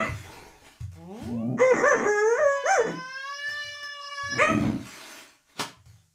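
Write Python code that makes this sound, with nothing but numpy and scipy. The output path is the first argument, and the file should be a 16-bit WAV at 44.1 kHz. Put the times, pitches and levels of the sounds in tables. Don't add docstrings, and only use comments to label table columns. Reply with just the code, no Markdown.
import sys
import numpy as np
from scipy import signal
from scipy.fft import rfft, irfft, next_fast_len
from scipy.io import wavfile
from scipy.ndimage import uniform_filter1d

SR = 44100
rng = np.random.default_rng(int(sys.argv[2]) if len(sys.argv) > 2 else 0)


def store_wav(level_fs):
    pcm = np.round(np.clip(np.atleast_2d(level_fs), -1, 1) * 32767)
    wavfile.write(sys.argv[1], SR, pcm.T.astype(np.int16))


N = 270774

# f/Hz, level/dB
HUSH_SPECTRUM = [(30, -9.5), (130, -8.5), (400, -30), (1500, -26), (3300, -27), (6700, -17.5),
                 (15500, -33.5)]
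# f/Hz, T60/s
ROOM_DECAY = [(90, 0.47), (250, 0.24), (600, 0.3), (2000, 0.33), (6000, 0.25), (14000, 0.23)]
# delay/s, relative gain
WALL_ECHOES = [(.0031, -0.64), (.0058, -0.37), (.0094, .27), (0.0134, .22), (0.0175, -0.52)]
# f/Hz, level/dB, T60/s
FLOOR_MODES = [(89.3, 4.5, 0.62), (111.3, 9, 0.29), (124.3, -5, 0.32), (160, -12, 0.98), (198, -44.5, .12)]
# t/s, level/dB
BUMPS = [(0.086, -31.5), (0.126, -32.5), (0.803, -34), (1.224, -38.5), (2.41, -54.5), (3.477, -59.5),
         (3.64, -56), (4.23, -45.5), (5.764, -56), (5.858, -49.5), (5.921, -57.5)]
# t/s, level/dB, decay/s
SCUFFS = [(0.797, -50.5, 0.03), (0.912, -51.5, 0.034), (3.47, -49.5, 0.14), (3.825, -43, 0.018),
          (5.852, -59, 0.11), (5.931, -69.5, 0.094)]
# start/s, attack/s, hold/s, release/s, level/dB
SNIFFS = [(0.021, 0.023, 0.31, 0.61, -43.5), (0.548, 0.11, .008, 0.4, -47), (0.931, .02, 0.018, 0.63, -56),
          (1.095, .13, 0.017, 0.25, -43), (4.683, 0.18, 0.33, 0.32, -40), (5.442, 0.054, 0.024, 0.2, -55)]
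# t/s, level/dB
HUFF_LEVEL = [(.24, -49.5), (.33, -52), (.45, -48.5), (.53, -54.5), (.7, -59)]
SNORT_LEVEL = [(5.55, -59), (5.58, -42), (5.59, -39), (5.596, -21.5), (5.617, -23.5), (5.632, -38),
               (5.66, -41.5), (5.72, -62)]
MOAN_LEVEL = [(.95, -61), (.98, -49.5), (1.12, -41), (1.22, -45.5), (1.42, -48), (1.56, -52)]
# f/Hz, level/dB
SCUFF_SPECTRUM = [(300, 0), (1000, 0), (1700, 1), (3500, -5), (6500, -1), (10000, -9), (15000, -14)]
HUFF_SPECTRUM = [(100, 2), (250, -8.5), (420, 2.5), (600, -9), (920, 4), (1300, -25), (3000, -32)]
SNIFF_SPECTRUM = [(110, -19), (180, -10), (282, 5), (440, -5), (511, -13.5), (628, 4), (729, -8.5),
                  (928, 0), (1230, -1), (1720, 1.5), (1920, -0.5), (2540, -1), (3000, -4), (6330, -6.5),
                  (15500, -20.5)]
SNORT_SPECTRUM = [(59, -45), (100, -9), (190, -1), (258, -0.5), (400, -5.5), (541, -10.5), (614, -6),
                  (843, -10.5), (956, -3.5), (1180, -8), (1370, -5), (1690, -12.5), (2130, -7.5),
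                  (2370, -12), (2580, -10.5), (6120, -13.5), (15500, -33.5)]
# f/Hz, gain/dB
GRUMBLE_THROAT = [(40, -17), (85, -7), (125, -4.5), (180, -1), (310, 1.5), (400, -17), (600, -16),
                  (1100, -28.5), (2200, -32.5), (4000, -37.5), (12000, -53.5)]
GROWL_THROAT = [(50, -25), (115, -1), (240, 7.5), (350, -9), (470, -20), (680, -9.5), (950, -39),
                (1500, -46.5), (6000, -69.5)]
MOAN_THROAT = [(100, 16), (190, 9.5), (290, 4), (400, 5), (560, -3.5), (820, -1.5), (1200, -18.5),
               (1500, -53.5), (2700, -19.5), (3600, -43.5), (9000, -46)]
WHINE_THROAT = [(400, 0.5), (570, -17), (1140, -15.5), (1730, -1), (2300, -17.5), (2880, -9.5), (3450, -16),
                (4050, -19.5), (4600, -18.5), (5200, -9.5), (5800, -18), (6400, -24.5), (7000, -35),
                (8000, -35.5), (14000, -46.5)]
YELP_THROAT = [(150, 9.5), (500, 7.5), (850, -3.5), (1200, -0.5), (1500, -11.5), (1900, -10.5),
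               (2400, -20.5), (3100, -29.5), (3750, -33.5), (4300, -42.5), (5000, -31), (5800, -17.5),
               (7100, -21.5), (8800, -38), (11500, -44), (15000, -55.5)]
BARK_THROAT = [(200, 4.5), (400, 0.5), (630, -6), (850, -12), (1220, -1), (1600, -11.5), (2050, -6),
               (2600, -11), (3500, -27.5), (4700, -32), (6300, -11.5), (8500, -19.5), (15000, -43.5)]
# start/s, attack/s, hold/s, release/s, first f/Hz, last f/Hz, roughness/0-1, level/dB
GRUMBLES = [(0, 0.0028, .025, 0.11, 106, 95, 0.79, -31), (2.832, 0.066, 0.019, .12, 175, 158, 0.21, -30),
            (4.288, .08, 0.014, 0.038, 123.3, 137.8, 0.4, -28.5),
            (4.455, 0.046, 0.2, .19, 71.6, 55.8, 0.62, -23.5)]
# t/s, f/Hz, roughness/0-1, level/dB
GROWL = [(1.2, 105.7, 0.2, -43), (1.235, 104.5, 0.4, -41.5), (1.31, 122.7, 0.28, -32.5),
         (1.38, 113.6, 0.02, -30.5), (1.44, 111.7, .14, -30), (1.515, 131.7, 0.3, -25),
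         (1.57, 126.7, 0.38, -28.5), (1.6, 114.4, 0.5, -47.5)]
# t/s, f/Hz
WHINE_PITCH = [(2.45, 506.5), (2.9, 492.5), (3.0, 516.9), (3.014, 510), (3.156, 533), (3.362, 574),
               (3.552, 587), (3.82, 581.5), (4.198, 564.5), (4.37, 571.5)]
YOWL_PITCH = [(2.05, 385), (2.09, 421), (2.18, 413), (2.26, 436), (2.365, 495), (2.395, 622), (2.42, 607),
              (2.455, 560), (2.64, 553)]
# t/s, second partial/dB, third partial/dB, treble/dB
WHINE_LEVELS = [(2.45, -69.5, -79, -64), (2.58, -37, -57, -46.5), (2.8, -52, -57, -49),
                (3.0, -41, -42, -47), (3.212, -47, -38.5, -45), (3.308, -39.5, -47, -44),
                (3.43, -59, -33, -42.5), (3.576, -42.5, -36.5, -44.5), (3.67, -53.5, -42, -41.5),
                (3.796, -40, -54, -46), (3.834, -43.5, -40, -41.5), (3.888, -56, -39, -46),
                (4.01, -39.5, -47.5, -45), (4.37, -41.5, -28, -39), (4.395, -48, -27, -51)]
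# t/s, roughness/0-1
YOWL_ROUGHNESS = [(2.05, 0.52), (2.1, 0.013), (2.32, 0.041), (2.375, 0.2), (2.45, .025)]
# t/s, low/dB, mid/dB, high/dB
YOWL_LEVELS = [(2.05, -22.5, -31.5, -46), (2.094, -24.5, -31, -38.5), (2.128, -26.5, -29, -43.5),
               (2.194, -30, -22.5, -38.5), (2.228, -22, -34, -46), (2.29, -17.5, -36, -41.5),
               (2.376, -32.5, -30.5, -46.5), (2.398, -19, -29, -50.5), (2.506, -22, -31.5, -42),
               (2.64, -42, -39, -62.5)]
# start/s, hold/s, low/dB, mid/dB, high/dB
RASPS = [(1.572, 0.0052, -35.5, -25, -40), (1.71, 0.077, -27, -29.5, -41), (1.935, 0.091, -29, -32, -46.5),
         (2.839, 0.017, -31.5, -35.5, -49)]
# start/s, hold/s, release/s, crest/s, half width/s, top flatness,
# top f/Hz, roughness/0-1, low/dB, mid/dB, high/dB, mouth resonance/Hz
YELPS = [(1.589, .1, .08, 1.667, .062, 4.5, 518.4, 0.07, -15.5, -26.5, -41, 2100),
         (1.812, 0.085, 0.2, 1.888, 0.048, 2.06, 592, .17, -18, -20.5, -37.5, 1745),
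         (2.634, 0.15, 0.12, 2.718, 0.06, 2.6, 781.4, 0.07, -18, -24, -32, 1740)]
BARKS = [(-.04, 0.018, 0.108, .015, .055, 2.5, 667, 0.403, -24, -23.5, -48.5, 2065),
         (4.378, 0.037, 0.23, 4.52, .118, 8, 629.9, 0.18, -16, -20, -40, 2250)]

BAND_LIMIT_HZ = 15600
YELP_ATTACK_S, BARK_ATTACK_S = 0.029, 0.041


def amp(db):
    return 10 ** (np.asarray(db) / 20)


def unit(x):
    return x / np.sqrt(np.mean(x ** 2) + 1e-20)


def steady(x):
    power = uniform_filter1d(uniform_filter1d(x ** 2, size=1100), size=700)
    return x / np.sqrt(abs(power) + 1e-14)


def at_hz(table, hz):
    f, value = np.transpose(table)
    return np.interp(np.log(hz + 1), np.log(f + 1), value)


def at_times(table, t):
    times, *columns = np.transpose(table)
    return [np.interp(t, times, column) for column in columns]


def curve(table):
    t = np.arange(max(table[0][0], 0), table[-1][0], 1 / SR)
    return t, *at_times(table, t)


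def envelope(start_s, attack_s, hold_s, release_s):
    knees_s = start_s + np.cumsum([0, attack_s, hold_s, release_s])
    t = np.arange(max(start_s, 0), knees_s[-1], 1 / SR)
    return t, np.interp(t, knees_s, [-20, 0, 0, -36.5])


def shape(x, gain):
    size = next_fast_len(len(x) + 4096)
    return irfft(rfft(x, size) * gain(np.fft.rfftfreq(size, 1 / SR)), size)[:len(x)]


def colour(x, spectrum):
    return shape(x, lambda f: amp(at_hz(spectrum, f)))


def resonate(x, hz, width_hz):
    carrier = np.exp(2j * np.pi * np.cumsum(np.broadcast_to(hz, len(x))) / SR)
    pole = np.exp(-np.pi * width_hz / SR)
    return 2 * (carrier * signal.lfilter([1 - pole], [1, -pole], x / carrier)).real


def wobble(t, hz):
    return unit(shape(rng.standard_normal(len(t)), lambda f: 1 / (1 + (f / hz) ** 2)))


def add(mix, t, sound):
    fade = np.clip(np.minimum(t - t[0], t[-1] - t) / .006, 0, 1)
    part = mix[round(t[0] * SR):][:len(t)]
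    part += (sound * fade)[:len(part)]


def hush(level_db):
    return amp(level_db) * unit(colour(rng.standard_normal(N), HUSH_SPECTRUM))


def room(x, wet_db, echo_gain, treble_db=5):
    size = 32768
    taps = rng.standard_normal(size) * (rng.random(size) < .1) * (np.arange(size) > .008 * SR)
    hz, t, z = signal.stft(taps, SR, nperseg=256)
    decay = amp(-60 * t / at_hz(ROOM_DECAY, hz)[:, None])
    tail = signal.istft(z * decay, SR, nperseg=256)[1]
    direct = np.zeros(size)
    direct[0] = 1
    for delay_s, gain in WALL_ECHOES:
        direct[round(delay_s * SR)] += echo_gain * gain
    early, late = (signal.fftconvolve(x, ir / np.linalg.norm(ir))[:N] for ir in (direct, tail))
    wet = lambda f: amp(wet_db + treble_db * f ** 2 / (f ** 2 + 2500 ** 2))
    early = shape(early, lambda f: 1 / np.hypot(1, wet(f)))
    return early + shape(late, lambda f: wet(f) / np.hypot(1, wet(f)))


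def bump(start_s, level_db, rise_s=.01):
    t = np.arange(0, .5, 1 / SR)
    ring = sum(amp(db - 60 * t / t60_s) * np.sin(2 * np.pi * hz * t) for hz, db, t60_s in FLOOR_MODES)
    return start_s + t, amp(level_db) * ring * (1 - np.exp(-(t / rise_s) ** 2))


def scuff(start_s, level_db, decay_s, grain_db=4):
    t = np.arange(0, 2 * decay_s, 1 / SR)
    grains = rng.standard_normal(len(t)) * amp(grain_db * wobble(t, 270))
    gain = amp(level_db) * np.exp(-t / decay_s) * np.minimum(t / 0.006, 1)
    return start_s + t, gain * unit(colour(grains, SCUFF_SPECTRUM))


def breath(t, level_db, spectrum, gain_db, flutter_hz, flutter_db=1):
    air = rng.standard_normal(len(t)) * amp(flutter_db * wobble(t, flutter_hz))
    return t, amp(level_db + gain_db) * unit(colour(air, spectrum))


def head_turns(x, depth_db, full_depth_hz=3500):
    f, _, z = signal.stft(x, SR, nperseg=512, noverlap=384)
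    patches = uniform_filter1d(rng.standard_normal(z.shape), size=4, axis=0)
    patches = unit(uniform_filter1d(patches, size=24, axis=1))
    swing_db = depth_db * np.minimum(f / full_depth_hz, 1)[:, None]
    return signal.istft(z * amp(swing_db * (patches - .5)), SR, nperseg=512, noverlap=384)[1][:N]


def above_pitch(x, hz):
    f, frames_s, z = signal.stft(x, SR, nperseg=1024, noverlap=768)
    corner_hz = 0.75 * np.interp(frames_s * SR, np.arange(len(x)), hz)
    gain = amp(-18.5) + 1 - 1 / (1 + (f[:, None] / corner_hz) ** 8)
    return signal.istft(z * gain, SR, nperseg=1024, noverlap=768)[1][:len(x)]


def folds(t, hz, rough, jitter=.08, shimmer=0.55):
    cycles = np.cumsum(hz * (1 + (0.0023 + jitter * rough) * wobble(t, 110))) / SR
    half_phase = np.pi * (cycles % 1 - .5) + 1e-9
    harmonics = np.floor(BAND_LIMIT_HZ / hz)
    pulses = np.sin((2 * harmonics + 1) * half_phase) / np.sin(half_phase) - 1
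    pulses /= np.sqrt(2 * harmonics)
    pulses *= 1 + shimmer * rough * (wobble(t, 120) + np.sin(np.pi * cycles))
    puffs = unit((0.78 + np.cos(half_phase) ** 4) * rng.standard_normal(len(t)))
    return above_pitch((1 - rough) * pulses + (0.0062 + 0.78 * rough) * puffs, hz)


def shut_call(t, hz, rough, level_db, throat, jitter):
    return t, amp(level_db) * steady(colour(folds(t, hz, rough, jitter), throat))


def grumble(start_s, attack_s, hold_s, release_s, first_hz, last_hz, rough, peak_db, gain_db=-1):
    t, level_db = envelope(start_s, attack_s, hold_s, release_s)
    hz = np.linspace(first_hz, last_hz, len(t))
    return shut_call(t, hz, rough, level_db + peak_db + gain_db, GRUMBLE_THROAT, jitter=.3)


def growl(gain_db=0.5):
    t, hz, rough, level_db = curve(GROWL)
    return shut_call(t, hz, rough, level_db + gain_db, GROWL_THROAT, jitter=.16)


def moan(low_hz=155, high_hz=625, midpoint_s=1.285, glide_s=.071, rough=.07, gain_db=2.5):
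    t, level_db = curve(MOAN_LEVEL)
    hz = low_hz + (high_hz - low_hz) / (1 + np.exp((midpoint_s - t) / glide_s))
    return shut_call(t, hz, rough, level_db + gain_db, MOAN_THROAT, jitter=0.081)


def whine(gain_db=1, waver=0.0021, flutter=0.0065, air_db=-19, flicker_db=2):
    t, second_db, third_db, treble_db = curve(WHINE_LEVELS)
    hz = at_times(WHINE_PITCH, t)[0] * (1 + waver * wobble(t, 24) + flutter * wobble(t, 150))
    phase = 2 * np.pi * np.cumsum(hz) / SR
    core = amp(second_db) * unit(np.cos(2 * phase)) + amp(third_db) * unit(np.cos(3 * phase))
    partials = unit(sum(amp(flicker_db * wobble(t, 6.3)) * np.cos(k * phase)
                        for k in [1, *range(4, 25)]))
    hiss = np.diff(rng.standard_normal(len(t) + 1))
    air = amp(air_db) * hiss * (1 + np.cos(phase))
    treble = amp(treble_db) * steady(colour(partials + air, WHINE_THROAT))
    return t, amp(gain_db) * (core + treble)


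def open_call(t, hz, rough, low_db, mid_db, high_db, throat, mouth_hz, mouth_db):
    voice = colour(folds(t, hz, rough), throat)
    low = shape(voice, lambda f: 1 / (1 + (f / 900) ** 12))
    high = shape(voice, lambda f: 1 - 1 / (1 + (f / 4300) ** 16))
    mid = voice - low - high
    mid += amp(mouth_db) * resonate(mid, mouth_hz, width_hz=170)
    muzzle_hz = 6500 * (1 + 0.046 * wobble(t, 27))
    high += amp(8) * resonate(high, muzzle_hz, width_hz=350)
    return t, amp(low_db) * steady(low) + amp(mid_db) * steady(mid) + amp(high_db) * steady(high)


def rasp(start_s, hold_s, low_db, mid_db, high_db, hz=259.9, rough=0.65):
    t, level_db = envelope(start_s, YELP_ATTACK_S, hold_s, release_s=0.051)
    return open_call(t, np.full(len(t), hz), rough, level_db + low_db, level_db + mid_db,
                     level_db + high_db, YELP_THROAT, mouth_hz=1900, mouth_db=8.5)


def yowl():
    t, low_db, mid_db, high_db = curve(YOWL_LEVELS)
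    hz, rough = at_times(YOWL_PITCH, t)[0], at_times(YOWL_ROUGHNESS, t)[0]
    return open_call(t, hz, rough, low_db - 0.5, mid_db + 1, high_db + 0.5,
                     YELP_THROAT, mouth_hz=1650, mouth_db=18.5)


def cry(row, attack_s, throat, mid_db_per_oct, high_db_per_oct, mouth_db, slack_hz=434.8, throat_hz=485):
    start_s, hold_s, release_s, crest_s, half_width_s, flatness, top_hz, rough = row[:8]
    low_db, mid_db, high_db, mouth_hz = row[8:]
    t, level_db = envelope(start_s, attack_s, hold_s, release_s)
    slack = 1 - np.exp(-abs((t - crest_s) / half_width_s) ** flatness)
    hz = top_hz + (slack_hz - top_hz) * slack
    octaves = np.log2(hz / top_hz)
    low_db += level_db - 12.5 * abs(np.log2(hz / throat_hz))
    mid_db += level_db + mid_db_per_oct * octaves
    high_db += level_db + high_db_per_oct * octaves
    return open_call(t, hz, rough + 0.15 * slack, low_db, mid_db, high_db, throat, mouth_hz, mouth_db)


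def scene():
    near, far, floor = np.zeros((3, N))
    for row in BARKS:
        add(near, *cry(row, BARK_ATTACK_S, BARK_THROAT,
                       mid_db_per_oct=-18.5, high_db_per_oct=-29, mouth_db=2.5))
    for row in YELPS:
        add(near, *cry(row, YELP_ATTACK_S, YELP_THROAT,
                       mid_db_per_oct=10, high_db_per_oct=19.5, mouth_db=14.5))
    for row in RASPS:
        add(near, *rasp(*row))
    add(near, *yowl())
    add(near, *moan())
    add(near, *growl())
    add(far, *whine())
    for row in GRUMBLES:
        add(far, *grumble(*row))
    add(near, *breath(*curve(HUFF_LEVEL), HUFF_SPECTRUM, gain_db=1, flutter_hz=47.4, flutter_db=4))
    for *timing_s, peak_db in SNIFFS:
        t, level_db = envelope(*timing_s)
        add(near, *breath(t, level_db + peak_db, SNIFF_SPECTRUM, gain_db=-4, flutter_hz=40.45))
    add(near, *breath(*curve(SNORT_LEVEL), SNORT_SPECTRUM, gain_db=-2.5, flutter_hz=151.6))
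    for row in SCUFFS:
        add(near, *scuff(*row))
    for row in BUMPS:
        add(floor, *bump(*row))
    near, far = head_turns(near, depth_db=3.5), head_turns(far, depth_db=4)
    room_mode = amp(-3) * resonate(near, hz=636.6, width_hz=4.3)
    background = hush(level_db=-71.5) + floor
    dog = room(near, wet_db=-6, echo_gain=0.33) + room(far, wet_db=-2.5, echo_gain=0.12)
    return (background + room_mode + dog)[None]


def record(dry):
    lowpass = signal.firwin(511, BAND_LIMIT_HZ, window=("kaiser", 9), fs=SR)
    return signal.oaconvolve(dry, lowpass[None], "same")


dry = scene()
out = record(dry)
store_wav(out)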